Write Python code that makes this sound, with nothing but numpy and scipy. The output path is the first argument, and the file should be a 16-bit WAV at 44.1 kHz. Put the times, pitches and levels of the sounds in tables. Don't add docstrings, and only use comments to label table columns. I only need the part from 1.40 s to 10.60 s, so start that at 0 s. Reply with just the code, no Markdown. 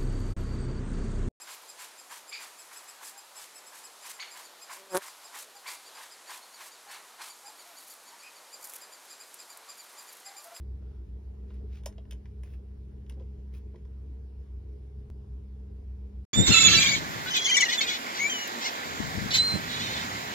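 import sys
import numpy as np
from scipy import signal
from scipy.fft import rfft, irfft, next_fast_len
from scipy.io import wavfile
from scipy.ndimage import uniform_filter1d

SR = 44100
rng = np.random.default_rng(int(sys.argv[2]) if len(sys.argv) > 2 else 0)


def file_out(sig):
    cols = np.atleast_2d(sig).T
    lim = np.clip(cols, -1, 1)
    pcm = np.round(lim * 32767).astype(np.int16)
    wavfile.write(sys.argv[1], SR, pcm)


def gain_from_db(level_db):
    decades = np.asarray(level_db, float) / 20
    return 10 ** decades


N = 405719
TIME = np.arange(N) / SR
TREMBLE = uniform_filter1d(rng.standard_normal(N), 60) * np.sqrt(60)

# (edge bites [s], bite to hiss peak [s], edge hiss [dB], wet rasp [dB], log boom [dB])
KNIFE_STROKES = [(.092, .054, -51, -52.5, -50), (.405, .018, -51, -54.5, -53),
                 (.722, 0.054, -52.5, -54.5, -51), (1.018, .005, -52, -55.5, -50),
                 (1.335, .01, -52, -62, -52), (1.636, 0.058, -46.5, -61, -51),
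                 (1.985, 0.059, -51, -55.5, -56.5), (2.342, .048, -52.5, -62, -56.5),
                 (2.662, .04, -46.5, -53, -50), (2.974, .005, -53, -56, -50.5),
                 (3.315, .02, -47, -56, -46.5), (3.632, .015, -47.5, -54.5, -48),
                 (3.958, 0.059, -46, -53.5, -47.5), (4.28, .064, -45.5, -53, -45.5),
                 (4.592, .06, -54, -56, -46.5), (4.908, .066, -51, -51.5, -47.5),
                 (5.208, 0.073, -51, -53.5, -51), (5.515, .006, -50.5, -54.5, -49.5),
                 (5.82, .085, -52, -51, -46)]
SLIDE_S = 0.09


def unit(x):
    return x / np.sqrt(np.mean(x ** 2))


def shaped(x, gain):
    size = next_fast_len(N)
    hz = np.arange(size // 2 + 1) * SR / size + 1
    return irfft(rfft(x, size) * gain(hz), size)[:N]


def ring(x, modes):
    def response(f):
        return sum(gain_from_db(db) / (1 + 1j * (f / hz - hz / f) * hz / width) for hz, width, db in modes)
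    return unit(shaped(x, response))


def walk(rate_hz):
    hold = int(SR / rate_hz)
    steps = np.repeat(rng.standard_normal(N // hold + 1), hold)
    return unit(uniform_filter1d(uniform_filter1d(steps, hold), hold)[:N])


def grit(spread_db, flutter_db):
    size_db = spread_db * np.minimum(rng.exponential(size=N), 6)
    slips = rng.standard_normal(N) * gain_from_db(size_db)
    return slips * gain_from_db(flutter_db * walk(160))


def add(out, start, wave):
    wave = wave[max(-start, 0):N - start]
    start = max(start, 0)
    out[start:start + len(wave)] += wave


def wood(x, tail_db, echo_db):
    # (delay [s], level [dB])
    trunk_echoes = [(.006, -4), (.013, -5), (.022, -6), (.031, -8), (.052, -9), (.078, -12)]
    t60_s, onset_s = 0.43, 0.0052
    t = TIME[:int(SR * .7)]
    tail = rng.standard_normal(len(t)) * np.exp(-np.log(1000) * t / t60_s) * np.minimum(t / onset_s, 1)
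    answer = tail * gain_from_db(tail_db) / np.sqrt(np.sum(tail ** 2))
    for delay_s, db in trunk_echoes:
        answer[int(delay_s * SR)] += gain_from_db(db + echo_db)
    return x + signal.fftconvolve(x, answer)[:N]


def stroke_level(peak_s, peak_db, bite_db, end_db):
    dig_s, lift_s = 0.041, 0.02
    touch_db, lifted_db = -21, -25
    bite = np.transpose(KNIFE_STROKES)[0][:, None]
    zero = 0 * peak_s
    end = zero + SLIDE_S
    s = bite + np.c_[zero - dig_s - .01, zero - dig_s, zero, peak_s, end, end + lift_s, end + lift_s + .01]
    shape_db = np.array([-50, touch_db + bite_db, bite_db, 0, end_db, lifted_db, -50])
    db = peak_db[:, None] + shape_db
    return gain_from_db(np.interp(TIME, s.ravel(), db.ravel()))


def knife():
    # (centre [Hz], width [Hz], level [dB])
    log_modes = [(1027, 270, 2), (1616, 540, -3), (2104, 380, -10)]
    edge_modes = [(6960, 2200, 2.5), (8500, 8200, 23.5), (12500, 4000, -13.5)]
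    log_lead_s = 0.01
    _, peak_s, edge_db, rasp_db, log_db = np.transpose(KNIFE_STROKES)
    peak_s = np.clip(peak_s, .001, SLIDE_S - .005)
    halfway_s = np.full(len(KNIFE_STROKES), SLIDE_S / 2)

    def sagging(db, halfway_db, end_db):
        return stroke_level(halfway_s, db + halfway_db, -halfway_db, end_db - halfway_db)

    slips = grit(1.8, 2.25)
    hiss = ring(slips, edge_modes) * stroke_level(peak_s, edge_db, -4, -13)
    rasp = ring(slips + grit(1.7, 2.4), [(3200, 4400, 0)]) * sagging(rasp_db, -3, -12.5)
    boom = ring(ring(grit(2.6, 2.4), log_modes), [(1250, 1600, 0)])
    boom = boom * np.roll(sagging(log_db, -4.5, -13), -int(log_lead_s * SR))
    sound = hiss + gain_from_db(3.5) * rasp + gain_from_db(0.4) * boom
    return wood(sound * gain_from_db(1.16), -20.0, -23)


def hands():
    # (start [s], hold [s], level [dB])
    rubs = [
        (6.13, .15, -62),
        (6.38, 0.15, -54),
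        (7.244, .12, -48),
        (7.85, .3, -64),
        (8.37, .17, -60.5),
        (8.6, .19, -56.5),
        (9.03, .01, -54),
        (9.19, .02, -54),
    ]
    # (time [s], peak [dB], mid share [dB], decay [s])
    snaps = [(.147, -36, -8, .002), (1.006, -35, -10, .001), (1.0145, -37, -9, .0007),
             (1.442, -36, -19, .0015), (1.695, -33, -18, .001), (1.7796, -37, -16, .001),
             (2.0424, -41, 2, .0015), (2.7144, -39, -6, .001), (2.9735, -39, -7, .001),
             (6.4377, -41, -15, .001), (6.54, -36, -20, .001), (6.6367, -40, -14, .001),
             (7.211, -38, -16, .0015), (7.2589, -36, -17, .0006), (7.3104, -34, -17, .0006),
             (7.3366, -21, -18, .0005), (7.3454, -35, -22, .001), (7.3564, -35, -20, .0007),
             (7.9422, -29, -17, .0025), (8.173, -31, -17, .0025), (8.374, -41, -14, .001),
             (8.717, -41, -20, .001), (8.752, -42, -20, .001), (8.945, -41, -20, .001),
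             (8.4591, -43, -14, .001), (8.5893, -37, -10, .0007), (8.6945, -39, -14, .001),
             (8.7689, -43, -10, .001), (9.1645, -37, -2, .002)]
    rise_db_per_s, fall_db_per_s = 200, 200
    fiddle_db, fiddle_from_s = -71, 6.8

    levels_db = []
    for start_s, hold_s, db in rubs:
        before_s = np.maximum(start_s - TIME, 0)
        after_s = np.maximum(TIME - start_s - hold_s, 0)
        levels_db.append(db - rise_db_per_s * before_s - fall_db_per_s * after_s)
    floor_db = np.where(TIME > fiddle_from_s, fiddle_db, -120)
    rub_db = np.maximum(np.max(levels_db, axis=0), floor_db)
    out = ring(grit(3.2, 4.0), [(11600, 5700, 0), (6950, 2700, -12)]) * gain_from_db(rub_db + 2.0)

    t = TIME[:500]
    high = signal.butter(2, 8000, "high", fs=SR, output="sos")
    mid = signal.butter(2, [2200, 6000], "band", fs=SR, output="sos")
    for at_s, db, mid_db, decay_s in snaps:
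        burst = rng.standard_normal(len(t)) * np.exp(-t / decay_s)
        top, body = signal.sosfilt(high, burst), signal.sosfilt(mid, burst)
        snap = top / abs(top).max() + gain_from_db(mid_db) * body / abs(body).max()
        add(out, int(at_s * SR), gain_from_db(db + 2.5) * snap)
    return out


def call(start_s, length_s, hz, db, arch, partials, hoarse):
    start = int(start_s * SR)
    share = np.arange(int(length_s * SR)) / (length_s * SR)
    tremble = 1 + hoarse * TREMBLE[start:][:len(share)]
    share = share[:len(tremble)]
    at, pitch, swell_db = np.transpose(arch)
    phase = 2 * np.pi * np.cumsum(hz * np.interp(share, at, pitch) * tremble) / SR
    wave = sum(gain_from_db(d + gain_db * (share - .5)) * np.sin(k * phase) for k, d, gain_db in partials)
    return start, np.sqrt(2) * wave * gain_from_db(db + np.interp(share, at, swell_db))


def chick():
    # (start [s], gap to second [s], top pitch [Hz], top pitch of second [Hz], level [dB])
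    pairs = [(0.0, 0.093, 2547, 2510, -52), (.276, 0.11, 2530, 2490, -53), (.572, 0.12, 2530, 2470, -54.5),
             (.872, 0.13, 2520, 2499, -52), (1.351, 0.12, 2611, 2590, -50.5),
             (1.643, .122, 2570, 2520, -52), (2.146, 0.11, 2680, 2595, -51), (2.61, .12, 2490, 2500, -55),
             (2.903, 0.13, 2490, 2363, -53), (3.207, 0.1, 2527, 2478, -53.5),
             (6.051, 0.13, 2498, 2320, -54), (6.362, .128, 2330, 2376, -55.5),
             (6.659, 0.12, 2326, 2296, -58), (7.118, .103, 2450, 2420, -53.5),
             (7.405, .108, 2487, 2416, -53.5), (7.694, .098, 2510, 2450, -51),
             (7.98, 0.11, 2506, 2410, -52.5), (8.278, 0.1, 2457, 2380, -52), (8.568, 0.1, 2450, 2400, -53),
             (8.847, 0.11, 2496, 2450, -51)]
    # (start [s], top pitch [Hz], level [dB])
    singles = [(1.182, 2612, -52.5), (1.953, 2610, -51.5), (2.43, 2580, -52.5), (3.497, 2550, -54),
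               (3.661, 2480, -58), (3.833, 2520, -56.5), (4.146, 2430, -59.5), (4.45, 2373, -59.5),
               (4.54, 2465, -59), (4.702, 2500, -57), (4.864, 2300, -57), (5.01, 2200, -61.5),
               (5.129, 2310, -57), (5.309, 2386, -58), (5.476, 2240, -62), (5.788, 2180, -62),
               (5.887, 2336, -56), (6.815, 2530, -62), (6.946, 2340, -60), (9.14, 2520, -53)]
    # (share of call [0-1], pitch share [0-1], level [dB])
    arch = [(0, .89, -15), (.2, .97, -4), (.37, 1.0, 0), (.55, .99, -1), (.7, .955, -5), (.85, .86, -9),
            (.95, .78, -13), (1, .75, -30)]
    # (multiple [1], level over third [dB], gain along the call [dB])
    partials = [(1, -13, -3), (4, -8, 0), (5, -13, -1)]
    # (time [s], second partial over third [dB])
    turn = [(0, -4.5), (1.5, -5.5), (3.2, -3), (4.5, 1.5), (6.9, -0.5), (9.2, -2)]
    peep_s = 0.052
    after_db, after_thin_db = -2, -1.5
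    dip_hz, dip_width_hz, dip = 6200, 600, .75

    peeps = [(s, hz, db, 0) for s, _, hz, _, db in pairs]
    peeps += [(s, hz, db, 0) for s, hz, db in singles]
    peeps += [(s + gap_s, hz, db + after_db, after_thin_db) for s, gap_s, _, hz, db in pairs]
    out = np.zeros(N)
    for s, hz, db, thin_db in peeps:
        second_db = np.interp(s, *np.transpose(turn)) + thin_db
        voice = [*partials, (2, second_db + 1.2, 3), (3, 0, -3)]
        add(out, *call(s, peep_s, hz, db + 1.5, arch, voice, .011))
    out = shaped(out, lambda f: 1 - dip * np.exp(-((f - dip_hz) / dip_width_hz) ** 2))
    return wood(out * gain_from_db(2.5 * walk(500)), -13, -7.5)


def mother():
    # (start [s], length [s], top pitch [Hz], level [dB])
    yelp_calls = [
        (0.914, 0.048, 2508, -43),
        (2.788, 0.043, 2285, -42.5),
        (4.257, .042, 2373, -44.5),
        (5.514, 0.043, 2286, -53),
    ]
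    # (start [s], length [s], pitch [Hz], level [dB])
    hoot_calls = [(1.72, 0.097, 802, -61.5), (4.14, 0.05, 810, -58), (5.46, 0.065, 810, -56.5),
                  (6.03, 0.055, 812, -55), (6.075, 0.043, 878, -58), (6.238, 0.1, 695, -61),
                  (6.72, 0.046, 961, -57.5), (6.74, .07, 1157, -61), (6.823, 0.083, 2500, -53),
                  (8.27, .05, 1155, -59), (8.83, .14, 2060, -62), (8.84, .15, 799, -55),
                  (8.96, 0.079, 1173, -61), (9.045, .05, 688, -54.5), (9.111, 0.044, 685, -54)]
    # (share of call [0-1], pitch share [0-1], level [dB])
    yelp_arch = [(0, .41, -18), (.08, .43, -8), (.2, .48, -4), (.3, .88, 0), (.4, .98, 0), (.68, .98, -1),
                 (.85, .8, -2), (1, .45, -9)]
    # (multiple [1], level [dB], gain along the call [dB])
    yelp_partials = [(1, -4.5, 1), (2, 0, 0), (3, -8.5, 0), (4, -22, 0)]
    hoot_arch = [(0, .95, -12), (.25, 1.0, 0), (.8, 1.0, -2), (1, .98, -14)]
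    hoot_partials = [(1, 0, 0), (2, -11, 0)]
    throat_hz, throat_width_hz, rasp_db = 2400, 700, -10

    yelps, hoots = np.zeros(N), np.zeros(N)
    for row in yelp_calls:
        add(yelps, *call(*row, yelp_arch, yelp_partials, .025))
    for row in hoot_calls:
        add(hoots, *call(*row, hoot_arch, hoot_partials, .045))

    def throat(f):
        resonance = .8 + .45 / (1 + ((f - throat_hz) / throat_width_hz) ** 2)
        return resonance / (1 + (600 / f) ** 4)

    yelps = yelps * (1 + gain_from_db(rasp_db) * walk(1500))
    yelps = shaped(yelps, throat) * gain_from_db(1.3 * walk(500))
    hoots = hoots * gain_from_db(3.0 * walk(60))
    return wood(yelps, -.5, -5) + wood(hoots, -12, -12)


def fly():
    # (time [s], wing beat [Hz], level [dB])
    flight = [
        (3.36, 194, -61),
        (3.4, 191, -59),
        (3.49, 189.4, -62.5),
        (3.52, 189.5, -45),
        (3.54, 183.4, -35.5),
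        (3.549, 189.4, -24),
        (3.565, 187.9, -27),
        (3.577, 195, -28.5),
        (3.6, 207, -57),
    ]
    # (multiple [1], level [dB])
    orders = [(1, -13), (2, 0), (3, 0), (4, -8), (5, -5), (6, -8), (7, -14), (8, -12), (9, -13), (10, -19),
              (11, -22), (12, -25), (13, -28)]
    # (time [s], ring [Hz], peak [dB])
    bumps = [
        (3.5697, 5100, -12),
        (3.5747, 11000, -9),
        (3.5493, 11000, -30),
        (3.5875, 9000, -30),
        (4.1, 9500, -41),
    ]
    s, hz, db = np.transpose(flight)
    phase = 2 * np.pi * np.cumsum(np.interp(TIME, s, hz) * (1 + 0.022 * walk(150))) / SR
    phase -= phase[int(bumps[0][0] * SR)]

    beats = np.zeros(N)
    for k, order_db in orders:
        level = gain_from_db(order_db + 1.5 * walk(120))
        offset = 2.2 + .12 * k * (k - 6) + .08 * k * walk(150)
        beats += level * np.cos(k * phase + offset)
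    puff = ring(rng.standard_normal(N), [(160, 120, -7), (990, 740, -1.5)]) * np.exp(0.87 * np.cos(phase))
    tips = ring(grit(2.3, 2.7), [(9600, 3700, 0)]) * np.exp(2.5 * np.cos(2 * phase))
    buzz = unit(beats) + gain_from_db(-12.0) * unit(puff) + gain_from_db(-10.5) * unit(tips)
    out = buzz * gain_from_db(np.interp(TIME, s, db, left=-140, right=-140))

    t = TIME[:90]
    body = .2 * np.exp(-t / 0.00023) * np.cos(2 * np.pi * 1900 * t)
    for at_s, ring_hz, peak_db in bumps:
        tick = np.exp(-t / 0.00015) * np.cos(2 * np.pi * ring_hz * t) + body
        add(out, int(at_s * SR), gain_from_db(peak_db) * tick)
    return out


def leaves():
    # (frequency [Hz], level per Hz [dB])
    spectrum = [(26, -61), (45, -17), (53, -25), (114, -24), (398, -5), (960, 1), (2750, -7), (4270, -6),
                (4710, -7), (5590, -8), (7150, -7.5), (8080, -9), (9590, -9), (11900, -10.5), (15600, -25)]
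    level_db = -53
    hz, db = np.transpose(spectrum)
    noise, swell, out = rng.standard_normal(N), walk(0.64), np.zeros(N)
    for mid_hz in 30 * 2. ** np.arange(10):
        band = shaped(noise, lambda f: np.cos(np.pi / 2 * np.clip(np.log2(f / mid_hz), -1, 1)) ** 2)
        out += band * gain_from_db(0.063 * swell + 1.05 * walk(9.8))
    hiss = shaped(out, lambda f: gain_from_db(np.interp(np.log(f), np.log(hz), db)))
    return unit(hiss) * gain_from_db(level_db)


def scene():
    near = shaped(knife() + hands() + fly(), lambda f: 1 / (1 + (f / 14200) ** 8))
    mono = near + chick() + mother() + leaves()
    return np.array([mono, mono])


def roll_off(x):
    return signal.sosfilt(signal.butter(12, 15790, fs=SR, output="sos"), x)


def record(dry):
    duck_s, duck_level, bass_hz, top_hz = .04, 0.052, 70, 15800
    keep = np.exp(-1 / (duck_s * SR))
    loudness = signal.lfilter([1 - keep], [1, -keep], abs(dry[0]))
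    ducked = dry / (1 + (loudness / duck_level) ** 2)
    top = signal.ellip(10, .2, 60, top_hz, fs=SR, output="sos")
    bass = signal.butter(1, bass_hz, "high", fs=SR, output="sos")
    mix = signal.sosfilt(np.vstack([top, bass]), ducked)
    return roll_off(mix)


dry = scene()
out = record(dry)
file_out(out)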